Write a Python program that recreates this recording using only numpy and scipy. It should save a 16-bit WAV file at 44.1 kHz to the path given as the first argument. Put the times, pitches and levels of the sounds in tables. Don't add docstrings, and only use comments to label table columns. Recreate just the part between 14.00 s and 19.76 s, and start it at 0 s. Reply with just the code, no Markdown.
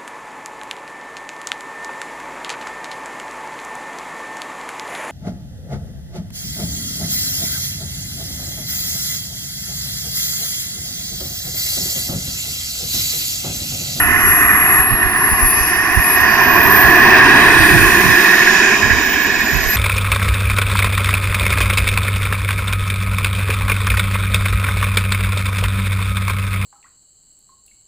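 import sys
import numpy as np
from scipy import signal
from scipy.fft import irfft
from scipy.io import wavfile
from scipy.ndimage import uniform_filter1d, minimum_filter1d

SR = 44100
rng = np.random.default_rng(int(sys.argv[2]) if len(sys.argv) > 2 else 0)


def generate_wav(signal):
    frames = np.transpose(np.atleast_2d(signal))
    scaled = np.clip(frames, -1, 1) * 32767
    pcm = np.round(scaled).astype(np.int16)
    wavfile.write(sys.argv[1], SR, pcm)


N = 254016
TIME = np.arange(N) / SR
FRAME, HOP = 2048, 512
FRAME_S = np.arange(N // HOP + 2) * HOP / SR
BIN_HZ = np.fft.rfftfreq(FRAME, 1 / SR)
CLIMB_HZ_PER_S = 6273

# time in seconds, bearing (about -1 is nose towards us, 1 is tail towards us),
# delay of the kerb echo in milliseconds.
PATH = [(0, -0.97, 16), (.75, -1.17, 13), (1.1, -0.85, 14.2), (2.1, -0.25, 15.5), (2.9, 0.13, 8.7),
        (3.8, 0.24, 5.63), (4.4, 0.41, 5.6), (5.1, 0.85, 4.07), (5.76, 0.96, 4.6)]
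# time in seconds, pitch in Hz.
IDLE_PITCH = [(0, 11268), (.55, 11285), (1.05, 11247), (2, 11243)]
# time in seconds, left level in dB, right level in dB.
WHINE_LEVELS = [(0, -13, -18), (.14, -24.5, -25.5), (.28, -10.5, -24), (.5, -15.5, -22), (.78, -11.5, -21),
                (.92, -18, -18.5), (1.17, -19, -28), (1.23, -13.5, -24), (1.38, -14.5, -26), (1.5, -9, -23),
                (1.58, -14.5, -19), (1.65, -14, -32), (1.73, -19, -29), (1.88, -26, -36),
                (1.95, -19.5, -42), (2.1, -12, -34), (2.16, -15.5, -22), (2.18, -33, -32), (2.2, -19, -22),
                (2.24, -29, -29), (2.4, -20.5, -27), (2.68, -18.5, -17), (2.82, -20, -12.5),
                (2.92, -31, -26), (5.12, -30, -28), (5.18, -42, -37), (5.23, -28, -25), (5.3, -43, -41),
                (5.52, -26, -26), (5.59, -41, -31), (5.71, -17.5, -26), (5.76, -18, -33)]
# time in seconds, scattered share from 0 to 1.
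SCATTERED_SHARE = [(0, 0.06), (2.15, 0.22), (2.25, 1), (2.8, 0.7), (5.6, 0.75), (5.7, 0.3)]

# centre
# in Hz, width in Hz, relative left and right levels in dB, dB gained per unit of bearing.
RUMBLE_PEAKS = [(205, 330, -10.5, -10.5, -1.5), (312, 189, -6.5, -5, 3.5), (370.6, 83, -4.5, -2.5, 4)]
BODY_PEAKS = [(730, 109, -4.5, -5.5, 3.5), (1028, 190, -4, 0.5, 8), (1093, 116, -5, 0.5, 1.5),
              (1265, 105, -28, -11.5, -7.5), (700, 205, -14.5, -15, 18)]
ROAR_PEAKS = [(1463, 149, -10, -11.5, 2), (1690, 109, -10, 1, 8.5), (1826, 158, -3.5, 0, 3),
              (2005, 124, -29, -7, 0)]
RASP_PEAKS = [(2210, 140, -4, 0.5, 6.5), (2477, 170, 3, -9, 1.5), (2550, 185, -5.5, 2.5, 4.5),
              (2740, 390, -6.5, -4.5, -4.5), (2150, 500, -10.5, -16, -8.5)]
SIZZLE_PEAKS = [(3050, 400, 2, 0, 1.5), (3790, 1280, -2.5, -2, 1.5)]
HISS_PEAKS = [(4820, 320, -2.5, 0.5, 0), (5650, 1230, -6, 0.4, 0), (6970, 980, -6.5, -2.5, 0),
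              (7080, 220, -13, -6, 11.5)]
RUSH_PEAKS = [(7980, 590, 1, 4.8, 1), (9200, 850, 8.5, 5.4, -1), (10700, 810, 1.5, 0.93, -0.64)]
FIZZ_PEAKS = [(12040, 2500, -1, -1.5, -6), (14000, 1000, 0.15, 1, 5), (13600, 1600, -1, -0.8, 4)]
# dB at idle, dB per octave of shaft speed, dB per octave
# per second of speeding up, dB per unit of bearing, multiplier for its swell table.
RUMBLE_RULE = (-30, 13, 16, -2, 0)
BODY_RULE = (-24, 3.5, 16.5, -3, 0.74)
ROAR_RULE = (-15.5, 7, 6.5, -0.5, 1)
RASP_RULE = (-24.5, 8.5, 4, 1.2, 0.9)
SIZZLE_RULE = (-35, 12.5, 9.5, 3, 0.57)
HISS_RULE = (-31.5, 3, 1.5, 4, 1)
RUSH_RULE = (-43, 22, 4, -5, 1.63)
FIZZ_RULE = (-33.5, 0, 1.5, 2, 1)
LONG_BLADE_RULE = (-42.5, -2, -11, 2, 0.9)
# time in seconds, change in dB before the rule's multiplier.
EXHAUST_SWELL = [(0, -0.5), (.5, 0), (.8, 2), (.88, -2.5), (1.25, -1), (2, -1.5), (2.35, 2.5), (2.75, 2.2),
                 (3.35, 2), (3.9, 0.5), (4.4, 2.2), (4.73, 0.5), (5.05, -1.3), (5.76, -3.5)]
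INTAKE_SWELL = [(0, -1), (.15, -2), (.3, 3), (.78, -0.5), (1.12, -1.5), (1.5, -11), (1.8, -2), (2.35, -4),
                (2.78, 3.5), (3.15, 0), (3.8, 4), (4.35, 0), (5.2, -3), (5.76, 3.5)]
ROAR_SWELL = [(0, 1.5), (.5, 2), (.8, 0), (.88, -5), (1.25, -1.5), (1.55, -5), (1.75, -1.5), (2.1, -3),
              (2.2, 1.4), (2.55, 0.5), (2.95, 2.5), (3.15, 3), (3.9, -0.3), (4.7, -0.2), (5.05, -3),
              (5.76, -3)]
RASP_SWELL = [(0, -0.5), (.78, 1.7), (.95, -2), (1.25, -2), (1.5, -1), (2, -0.5), (2.4, 2), (2.7, -2),
              (3.15, 2.5), (3.45, 0.5), (3.9, -1), (4.45, -1), (4.72, 1.5), (4.82, -2), (5.76, -2.5)]
HISS_SWELL = [(0, -0.5), (.3, 3.5), (.5, -1), (.8, 0.5), (.88, -9.5), (1.25, -3.5), (1.6, 3), (2, -1),
              (2.35, 3), (2.6, 0), (3.15, 2.5), (4, 0.5), (4.4, 1.5), (5.05, -1), (5.76, -1.5)]
FIZZ_SWELL = [(0, 2), (.15, -1), (.3, 7.5), (.78, 1), (1.12, -2), (1.42, 7), (1.85, -2.5), (2.12, 10),
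              (2.4, 1), (2.8, 10.5), (3.2, -1), (3.7, 7.5), (4.2, 7.5), (4.42, 4.5), (4.62, -3.5),
              (5.1, 1.5), (5.76, -13)]

# time in seconds, centre in Hz.
GROUND_NOTCH = [(0, 4550), (.85, 5100), (.94, 7760), (3.6, 7260), (4.2, 8250), (5.76, 9700)]
# centre in Hz, width in Hz, left dB, right dB.
NARROW_DIPS = [(1190, 55, -2.5, 2.5), (2050, 55, -15, 1), (2390, 91, 2.5, -1.5), (2700, 88, -9, 1),
               (4530, 100, 0.5, -5)]
# frequency in Hz, likeness from 0 to 1.
MIC_LIKENESS = [(150, 1), (350, 1), (520, 0.71), (720, 0.96), (1100, 0.95), (1330, 0.18), (1650, 1),
                (1880, 0.93), (2200, 0.92), (3000, 0.85), (4200, 0.43), (14000, 0.29)]
# frequency in Hz, phase in radians.
LEFT_LEAD = [(480, 0), (850, -.25), (1150, .05), (1330, .9), (1550, .3), (1950, .85), (2200, 2.2),
             (2470, -.2), (2850, 2.2), (3800, 2.1), (4800, 6), (6500, 9), (10000, 10.5), (14900, 13.7)]
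# time in seconds, level in dB before each microphone's gain.
WHISTLE_LEVELS = [(0, -54), (.35, -39), (.9, -42), (1.15, -56), (2.05, -49), (2.3, -80)]
# time in seconds, level in dB.
BREEZE_LEVELS = [(0, -17), (.7, -25.5), (2.3, -26.5), (2.7, -20.5), (3.1, -20.5), (3.8, -14.5), (4.25, -34),
                 (5, -29), (5.76, -26)]
# start in seconds, peak level in dB, length in seconds, upper edge in Hz.
WIND_PUFFS = [(0.783, -12, 0.022, 69.6), (0.908, -3.5, 0.022, 95), (1.026, -11.5, 0.046, 80),
              (1.306, -9, 0.029, 73), (1.406, -7, 0.059, 73.6), (1.598, -10, 0.025, 69.6),
              (1.959, -4.5, 0.035, 127), (2.211, -16.5, 0.021, 110), (2.646, -14, 0.044, 200),
              (2.821, -12, 0.075, 212), (3.574, -9.5, 0.07, 131), (3.718, -5, 0.055, 168),
              (3.806, -8, 0.042, 80), (4.028, -11, 0.085, 222), (4.815, -15.5, 0.056, 153),
              (4.897, -11, 0.06, 75), (5.513, -10.5, 0.079, 135), (5.624, -14, 0.061, 69)]
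# middle in seconds, change in dB, length in seconds.
ROAR_SURGES = [(3.153, 4, 0.05), (3.187, -3, .02), (3.21, 6, 0.032), (4.336, 4.5, 0.045), (4.426, 5, 0.03),
               (4.464, -6, 0.015), (4.475, 8.5, 0.017), (4.525, -3, 0.015), (4.795, -10, 0.04),
               (4.836, 5, 0.02), (4.91, 7.5, 0.033), (5.405, 5.5, 0.031)]


def amp(db):
    return 10 ** (np.asarray(db) / 20)


def evened(x):
    return x / np.sqrt(np.mean(abs(x) ** 2) + 1e-20)


def read(rows, at):
    key, *columns = np.transpose(rows)
    return [np.interp(at, key, column) for column in columns]


def noise(corner_hz, order=2, size=N):
    hz = np.fft.rfftfreq(size, 1 / SR)[:size // 20]
    real, imag = rng.standard_normal((2, len(hz)))
    return evened(irfft((real + 1j * imag) / np.sqrt(1 + (hz / corner_hz) ** (2 * order)), size))


def blade_hz(t, throttle_s=2.06, lag_s=0.56, top_rise_hz=6830, idle_again_s=6.8117, coast_hz_per_s2=1318):
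    age = np.maximum(t - throttle_s, 0)
    climb = CLIMB_HZ_PER_S * (age - lag_s * (1 - np.exp(-age / lag_s)))
    coast = coast_hz_per_s2 * (idle_again_s - t) ** 2
    return read(IDLE_PITCH, t)[0] + np.minimum(np.minimum(climb, coast), top_rise_hz)


def level_db(rule, swell, at, fuel_smooth_s=1):
    idle_db, per_octave, per_speedup, per_bearing, swell_scale = rule
    octaves = np.log2(blade_hz(FRAME_S) / blade_hz(0))
    speedup = np.maximum(np.gradient(octaves, FRAME_S), 0)
    speedup = uniform_filter1d(speedup, size=round(fuel_smooth_s * SR / HOP))
    db = idle_db + per_octave * octaves + per_speedup * speedup + per_bearing * read(PATH, FRAME_S)[0]
    return np.interp(at, FRAME_S, db) + swell_scale * read(swell, at)[0]


def whine(waver_db=1.0, jitter_hz=3.5, waver_hz=35, smear_hz=155, fading_db=3.5, haze_hz=171):
    hz = blade_hz(TIME)
    scattered = read(SCATTERED_SHARE, TIME)[0]
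    speedup = np.clip(np.gradient(hz, TIME) / CLIMB_HZ_PER_S, 0, 1)
    smear = smear_hz * speedup ** 2 * noise(200)
    phase = 2 * np.pi * np.cumsum(hz + jitter_hz * noise(waver_hz) + smear) / SR
    tone = np.sqrt(2) * np.sin(phase)
    direct = tone * amp(waver_db * np.array([noise(waver_hz), noise(waver_hz)]))
    indirect = tree_echoes(tone) * evened(amp(fading_db * noise(12)))
    haze = amp(-16 + 8 * scattered) * tone * np.array([noise(haze_hz), noise(haze_hz)])
    blades = np.sqrt(1 - scattered ** 2) * direct + scattered * indirect + haze
    low_tone = np.sqrt(2) * np.sin(phase / 2) * np.array([noise(25), noise(24)])
    low_gain = amp(level_db(LONG_BLADE_RULE, INTAKE_SWELL, TIME)) * np.clip((15500 - hz) / 1500, 0, 1)
    return amp(read(WHINE_LEVELS, TIME)) * blades + low_gain * low_tone


def tree_echoes(sound, decay_s=0.16, echoes_per_s=2000):
    t = TIME[:SR // 2]
    echoes = rng.standard_normal((2, len(t))) * (rng.random((2, len(t))) < echoes_per_s / SR)
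    echoes *= amp(-60 * t / decay_s)
    echoed = signal.fftconvolve(sound[None], echoes, axes=1)[:, :N]
    return echoed / np.sqrt(abs(uniform_filter1d(echoed ** 2, size=6000, axis=1)) + 1e-12)


def jet_noise(flutter_db=0.35, flutter_hz=14):
    bearing, echo_ms = read(PATH, FRAME_S)
    bands = [(RUMBLE_RULE, EXHAUST_SWELL, colour(RUMBLE_PEAKS, bearing, steepness=48.0)),
             (BODY_RULE, EXHAUST_SWELL, colour(BODY_PEAKS, bearing, steepness=3.1)),
             (ROAR_RULE, ROAR_SWELL, colour(ROAR_PEAKS, bearing, steepness=2.3)),
             (RASP_RULE, RASP_SWELL, colour(RASP_PEAKS, bearing, steepness=11.0)),
             (SIZZLE_RULE, EXHAUST_SWELL, colour(SIZZLE_PEAKS, bearing, steepness=5.7)),
             (HISS_RULE, HISS_SWELL, colour(HISS_PEAKS, bearing, steepness=5.3) * nozzle_beam(bearing)),
             (RUSH_RULE, INTAKE_SWELL, colour(RUSH_PEAKS, bearing, steepness=0.87)),
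             (FIZZ_RULE, FIZZ_SWELL, colour(FIZZ_PEAKS, bearing, steepness=0.97))]
    power = sum(amp(level_db(rule, swell, FRAME_S)) ** 2 * shape for rule, swell, shape in bands)
    strength = np.sqrt(power) * kerb_and_leaves(echo_ms, bearing) * narrow_dips()
    return surges(stereo_noise(strength, bearing)) * amp(flutter_db * noise(flutter_hz))


def colour(peaks, bearing, steepness):
    hz, width, left, right, per_bearing = np.transpose(peaks)
    shapes = (1 + (2 * (BIN_HZ[:, None] - hz) / width) ** 2 / steepness) ** -steepness
    peak_db = np.array([left, right])[:, :, None] + per_bearing[:, None] * bearing
    power = shapes @ amp(peak_db) ** 2 * ground_bounce()
    return power / power.mean(axis=(0, 1))


def ground_bounce(width_octaves=0.26, depth_db=-8):
    away = np.log2((BIN_HZ[:, None] + 1) / read(GROUND_NOTCH, FRAME_S)[0]) / width_octaves
    return 1 - (1 - amp(depth_db) ** 2) * np.exp(-away ** 2)


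def kerb_and_leaves(echo_ms, bearing, echo_gain=0.55, verge_hz=480, ripple_hz=2820):
    hz = BIN_HZ[:, None]
    echo = echo_gain / (1 + (hz / verge_hz) ** 4)
    comb = 1 + echo * np.cos(2 * np.pi * hz * echo_ms / 1000)
    ripple = rng.standard_normal((len(BIN_HZ), len(FRAME_S)))
    ripple = evened(uniform_filter1d(uniform_filter1d(ripple, size=6, axis=0), size=26, axis=1))
    depth_db = 1.9 + abs(bearing)
    return comb * amp(depth_db * ripple * np.tanh(hz / ripple_hz))


def narrow_dips():
    hz, width, left, right = np.transpose(NARROW_DIPS)
    dips = np.exp(-((BIN_HZ - hz[:, None]) / width[:, None]) ** 2)
    return amp(np.array([left, right]) @ dips)[:, :, None]


def stereo_noise(strength, bearing, delay_ms_per_bearing=0.041):
    white = rng.standard_normal((2, (len(FRAME_S) - 1) * HOP))
    shared, separate = signal.stft(white, nperseg=FRAME, noverlap=FRAME - HOP)[2]
    likeness = read(MIC_LIKENESS, BIN_HZ)[0][:, None]
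    delay_s = bearing * delay_ms_per_bearing / 1000
    lead = read(LEFT_LEAD, BIN_HZ)[0][:, None] - 2 * np.pi * BIN_HZ[:, None] * delay_s
    left = np.exp(1j * lead) * (likeness * shared + np.sqrt(1 - likeness ** 2) * separate)
    return signal.istft(strength * np.array([left, shared]), nperseg=FRAME, noverlap=FRAME - HOP)[1][:, :N]


def whistle(pitch_hz=12725, wander_hz=9.0):
    phase = 2 * np.pi * np.cumsum(pitch_hz + wander_hz * noise(8)) / SR
    return amp(read(WHISTLE_LEVELS, TIME)[0]) * np.sin(phase) * amp([[2.5], [-5.0]])


def wind(breeze_hz=82, left_breeze_db=-9, left_puff_db=-23):
    breeze = np.array([amp(left_breeze_db) * noise(breeze_hz), noise(breeze_hz)])
    sound = amp(read(BREEZE_LEVELS, TIME)[0]) * breeze
    for start_s, db, length_s, edge_hz in WIND_PUFFS:
        part = sound[:, round(start_s * SR):][:, :SR // 2]
        age = TIME[:SR // 2] / (length_s / 2)
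        swell = (age * np.exp(1 - age)) ** 2
        puff = evened(swell * noise(edge_hz, order=4, size=SR // 2)) * np.sqrt(np.mean(swell ** 2))
        part += amp(db) * amp([[left_puff_db], [0]]) * puff[:part.shape[1]]
    return signal.sosfilt(signal.butter(2, 35, "highpass", fs=SR, output="sos"), sound)


def surges(sound, band_hz=(1410, 2280)):
    db = sum(peak_db * np.exp(-(2 * (TIME - s) / length_s) ** 2) for s, peak_db, length_s in ROAR_SURGES)
    roar = signal.sosfiltfilt(signal.butter(2, band_hz, "bandpass", fs=SR, output="sos"), sound)
    return sound + (amp(db) - 1) * roar


def nozzle_beam(bearing, at_bearing=0.52, width=0.12, boost_db=4):
    return amp(boost_db * np.exp(-((bearing - at_bearing) / width) ** 2)) ** 2


def scene():
    return jet_noise() + whine() + whistle() + wind()


def record(dry, ceiling=1.15, top_hz=15450):
    needed_gain = 1 / np.maximum(abs(dry) / ceiling, 1)
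    gain = uniform_filter1d(minimum_filter1d(needed_gain, size=60, axis=1), size=60, axis=1)
    lowpass = signal.firwin(701, top_hz, window=("kaiser", 8), fs=SR)
    return signal.oaconvolve(np.clip(dry * gain, -1, 1), lowpass[None], "same", axes=1)


dry = scene()
out = record(dry)
generate_wav(out)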